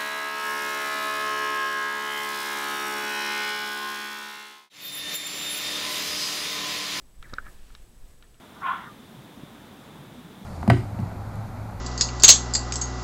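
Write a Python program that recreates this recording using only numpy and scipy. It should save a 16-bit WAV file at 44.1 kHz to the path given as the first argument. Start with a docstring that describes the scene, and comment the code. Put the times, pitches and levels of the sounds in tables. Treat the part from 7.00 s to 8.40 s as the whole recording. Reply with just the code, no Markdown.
"""Toy boat on still water

A small plastic boat rocks in a quiet room. Light contacts excite the damped modes of its hull, heard
as ticks and one soft bump. A bubble oscillates for a few cycles in a sharp plip, reflected by the
basin, amid a faint swish and gurgle. Air rumble, a low wash, hiss and a pulsing whine lie underneath."""
import sys
import numpy as np
from scipy import signal
from scipy.fft import rfft, irfft
from scipy.io import wavfile

SR = 44100
rng = np.random.default_rng(int(sys.argv[2]) if len(sys.argv) > 2 else 0)


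def wav_out(sig):
    """Save sig, one row per channel (or a flat mono array), as 16-bit PCM at SR to the path in sys.argv[1]."""
    wavfile.write(sys.argv[1], SR, np.round(np.clip(np.atleast_2d(sig).T, -1, 1) * 32767).astype(np.int16))


N = 61739
T = np.arange(N) / SR

# Modes of the hull. Each row: frequency in Hz, level in dB, 60 dB decay time in seconds.
HULL_MODES = [(1353, -4.5, 0.021), (1740, -14, 0.021), (2150, -12, 0.013), (2920, -7, 0.0076),
              (3718, -3, .014), (4010, -4.5, 0.0086), (4560, -2.5, 0.0092), (5420, -4.5, .012),
              (5900, -14.5, 0.011), (6540, -6, .006)]
# Contacts on the hull. Each row: start in seconds, level in dB, then the relative levels in dB
# of the low modes, the middle modes, the top modes and the snap.
HULL_CONTACTS = [(.2262, -44.5, -1.5, -1, -20, 14.5), (0.2271, -38.5, 4.5, 4, -17, -6),
                 (0.2964, -45, 1, -13, -12, 0), (0.3377, -30, -35, -16, -1, -7),
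                 (0.3387, -41, 13, -5, -1, -4), (.4660, -52, 17, 11, -11, -6),
                 (.7030, -58, 12, -12, -10, -4), (0.7502, -35.5, -2.5, 1.5, -7, -2),
                 (.7520, -52.5, 14, -9, -6, -6), (1.2250, -45, 0, 5.5, -9, -6),
                 (1.2284, -51, 3, 5, -12, -6), (1.3437, -55, -3, 13, -12, -4),
                 (1.3520, -62.5, 10.5, 0, -12, -6)]
def tick(s, db, low_db, middle_db, top_db, snap_db):
    """Modal superposition: an impact rings the hull's modes, weighted by the spot that is struck."""
    force = from_db(db) * lowpass(click(s), hz=8500)
    sound = from_db(snap_db) * force
    for k, (hz, mode_db, t60) in enumerate(HULL_MODES):
        spot_db = low_db if hz < 2500 else middle_db if hz < 3350 else top_db if hz > 4400 else 0
        scatter_db = 1.07 * rng.standard_normal()
        sound += (-1) ** k * ring(force, hz, t60) * from_db(mode_db + spot_db + scatter_db)
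    return sound


BODY_HZ, BODY_T60_S = 533, .025  # the hull's dull note
# Two pushes heard as one bump. Each row: start in seconds, push level in dB, ring level in dB.
SOFT_PUSHES = [(0.3259, -39, -52), (.3340, -30, -30.5)]
def bump(s, push_db, ring_db, push_rise_s=.0008, ring_hz=1303):
    """Soft impact: a smooth force pulse carries little treble, so the hull sounds only low notes."""
    age = T - s
    body = from_db(-8) * ring(click(s + push_rise_s / 2), BODY_HZ, BODY_T60_S)
    push = swell(age, push_rise_s) + body
    ringing = swell(age, rise_s=.0016) * np.cos(2 * np.pi * ring_hz * age)
    return from_db(push_db) * push + from_db(ring_db) * ringing


def bubble(s, width_s, hz=1440, glide_hz_per_s=55000):
    """Bubble resonance: a few cycles, rising in pitch, under a Gaussian envelope centred on time s."""
    age = T - s
    envelope = np.exp(-.5 * (age / width_s) ** 2)
    return envelope * np.cos(2 * np.pi * (hz + .5 * glide_hz_per_s * age) * age)


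# Echoes from the basin. Each row: delay in seconds, relative level in dB, Gaussian width in seconds.
BASIN_ECHOES = [(.00462, -13, .0014), (.0155, -28, .002), (.0195, -27, .0016)]
def plip(crack_s=.3833, bubble_s=.3854):
    """Reflection: after a tiny crack and the hull's dull note, a bubble sounds and the basin echoes it."""
    crack = tick(crack_s, db=-47, low_db=20.5, middle_db=8.5, top_db=-22, snap_db=-8)
    body = from_db(-42) * ring(click(crack_s), BODY_HZ, BODY_T60_S)
    direct = bubble(bubble_s, width_s=.00102)
    echoes = sum(from_db(db) * bubble(bubble_s + delay, width) for delay, db, width in BASIN_ECHOES)
    return from_db(-16.5) * (direct + echoes) + crack + body


# Envelope of the water along the hull. Each row: time in seconds, level in dB.
SWISH_ENVELOPE = [(0, -85), (.205, -84), (.232, -58), (.258, -58), (.28, -65.5), (.305, -58), (.355, -56),
                  (.385, -52.5), (.42, -63.5), (.44, -57), (.462, -47), (.49, -54.5), (.52, -70.5),
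                  (.7, -75.5), (.85, -82), (1.22, -75), (1.24, -59.5), (1.275, -82), (1.4, -76.5)]
# Its resonances. Each row: frequency in Hz, relative level in dB, 60 dB decay time in seconds.
SWISH_RESONANCES = [(1294, -3.5, 0.025), (1510, -4.5, 0.007), (1679, 6, 0.017), (2250, -13, 0.0039)]
def swish(splashes_per_s=2300):
    """Shot noise: dense, tiny splashes at random times excite a few damped resonances."""
    splashes = rng.standard_normal(N) * (rng.random(N) < splashes_per_s / SR)
    ringing = sum((-1) ** k * from_db(db) * ring(splashes, hz, t60)
                  for k, (hz, db, t60) in enumerate(SWISH_RESONANCES))
    return level(SWISH_ENVELOPE) * rms_one(ringing)


# Path of a falling resonance. Each row: time in seconds, frequency in Hz, level in dB.
GURGLE_GLIDE = [(.228, 2250, -70), (0.232, 2150, -57), (.239, 2150, -64), (0.246, 2072, -54),
                (.252, 1794, -53), (.261, 1625, -56.5), (.271, 1380, -54), (0.281, 1350, -66)]
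def gurgle(half_bandwidth_hz=150):
    """Narrow-band noise: random modulation roughens a tone as it slides down."""
    s, hz, db = np.transpose(GURGLE_GLIDE)
    phase = 2 * np.pi * np.cumsum(np.interp(T, s, hz)) / SR
    in_phase, quadrature = lowpass(rng.standard_normal((2, N)), half_bandwidth_hz)
    envelope = from_db(np.interp(T, s, db)) * (T > s[0]) * (T < s[-1])
    return envelope * rms_one(in_phase * np.cos(phase) + quadrature * np.sin(phase))


def room(x, t60=.058):
    """Reverberation: diffuse reflections form a short, dull tail that decays exponentially."""
    tail = lowpass(rng.standard_normal(N), hz=4300) * from_db(-60 * T / t60)
    return from_db(-18) * signal.fftconvolve(x, tail / np.linalg.norm(tail))[:N]


# Air rumble. Each envelope row: time in seconds, level in dB.
# Each spectrum row: frequency in Hz, relative spectral density in dB.
RUMBLE_ENVELOPE = [(0, -51.5), (.15, -51), (.205, -38.5), (.26, -47.5), (.34, -43), (.42, -43.5),
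                   (.5, -33.5), (.57, -44), (.8, -46.5), (.95, -52.5), (1.06, -41), (1.15, -50.5),
                   (1.4, -55)]
RUMBLE_SPECTRUM = [(10, 1), (20, 3.5), (35, -3), (55, -6), (90, -21), (160, -36.5), (400, -56)]
def air_rumble():
    """Amplitude modulation: the deep noise of the air swells and sinks irregularly."""
    return level(RUMBLE_ENVELOPE) * noise(RUMBLE_SPECTRUM)


# Low wash, with rows as for the rumble.
WASH_ENVELOPE = [(0, -61), (.18, -64), (.27, -55.5), (.35, -60.5), (.5, -54.5), (.6, -61), (.9, -60),
                 (1.1, -61), (1.4, -62.5)]
WASH_SPECTRUM = [(40, -24), (100, 3), (230, -3.5), (450, -7.5), (750, -13.5), (1200, -18), (2200, -33),
                 (5000, -29)]
def low_wash():
    """Coloured noise: a spectrum that peaks near 100 Hz is heard as a soft wash."""
    return level(WASH_ENVELOPE) * noise(WASH_SPECTRUM)


# Hiss and its treble band, with rows as for the rumble.
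HISS_ENVELOPE = [(0, -69.5), (.2, -68.5), (.28, -63.5), (.35, -62.5), (.45, -64.5), (.53, -62),
                 (.62, -63.5), (.7, -62), (.8, -64), (.9, -68.5), (1.0, -67), (1.11, -65.5), (1.17, -69),
                 (1.26, -67), (1.4, -69)]
HISS_SPECTRUM = [(100, -10), (1000, 1.5), (2200, 0), (3600, 0), (5000, -4), (7000, -9.5), (11000, -15.5),
                 (15800, -23)]
TREBLE_ENVELOPE = [(0, -70.5), (.19, -71.5), (.25, -67.5), (.36, -68.5), (.45, -68), (.53, -65), (.6, -69),
                   (.8, -67.5), (.95, -69), (1.05, -69.5), (1.11, -66.5), (1.17, -70), (1.4, -70.5)]
TREBLE_SPECTRUM = [(3000, -27), (5000, -4), (6500, -0.5), (8500, 1.5), (11000, -1.5), (14000, -5.5),
                   (15800, -13.5)]
def hiss():
    """Incoherent addition: two independent, gently wavering noise bands sum in power."""
    middle = level(HISS_ENVELOPE) * noise(HISS_SPECTRUM)
    treble = level(TREBLE_ENVELOPE) * noise(TREBLE_SPECTRUM)
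    return middle + treble


def whine(hz=7933, pulses_per_s=30.27, duty=.56, offset_s=.0199):
    """Periodic gating: a thin electronic tone switches on and off."""
    on = ((T - offset_s) * pulses_per_s) % 1 < duty
    return from_db(-68) * on * np.sin(2 * np.pi * hz * T)


def from_db(db):
    """Decibel scale: 20 dB is a factor of ten in amplitude."""
    return 10 ** (np.asarray(db) / 20)


def rms_one(x):
    """Normalisation to unit RMS."""
    return x / np.sqrt(np.mean(x ** 2) + 1e-20)


def level(rows):
    """Amplitude envelope, interpolated in dB between points in time."""
    return from_db(np.interp(T, *np.transpose(rows)))


def noise(spectrum):
    """Spectral shaping: white noise takes on the given colour, at unit RMS."""
    hz, db = np.transpose(spectrum)
    bins = np.maximum(np.fft.rfftfreq(N, 1 / SR), 1)
    gain = from_db(np.interp(np.log(bins), np.log(hz), db))
    return rms_one(irfft(rfft(rng.standard_normal(N)) * gain, N))


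def lowpass(x, hz):
    """Second-order Butterworth low-pass."""
    return signal.sosfilt(signal.butter(2, hz, fs=SR, output="sos"), x + 1e-18)


def click(s):
    """Unit impulse at time s."""
    return 1. * (np.arange(N) == int(s * SR))


def ring(x, hz, t60):
    """Damped oscillator: a unit impulse starts a decaying sine of height 1."""
    r, w = from_db(-60 / (t60 * SR)), 2 * np.pi * hz / SR
    return signal.lfilter([0, np.sin(w)], [1, -2 * r * np.cos(w), r * r], x + 1e-18)


def swell(age, rise_s):
    """Smooth pulse: a rise to 1, then a quick fall."""
    u = np.maximum(age, 0) / rise_s
    return (u * np.exp(1 - u)) ** 2


def scene():
    """Superposition: boat, water and their reverberation add to the background in one channel."""
    background = air_rumble() + low_wash() + hiss() + whine()
    water = swish() + gurgle() + plip()
    hull = sum(bump(*row) for row in SOFT_PUSHES) + sum(tick(*row) for row in HULL_CONTACTS)
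    boat = hull + water
    return (boat + room(boat) + background)[None]


def record(dry, cutoff_hz=15800):
    """Band limiting: an elliptic low-pass cuts the highest treble steeply."""
    return signal.sosfilt(signal.ellip(12, .1, 70, cutoff_hz, fs=SR, output="sos"), dry)


dry = scene()
out = record(dry)
wav_out(out)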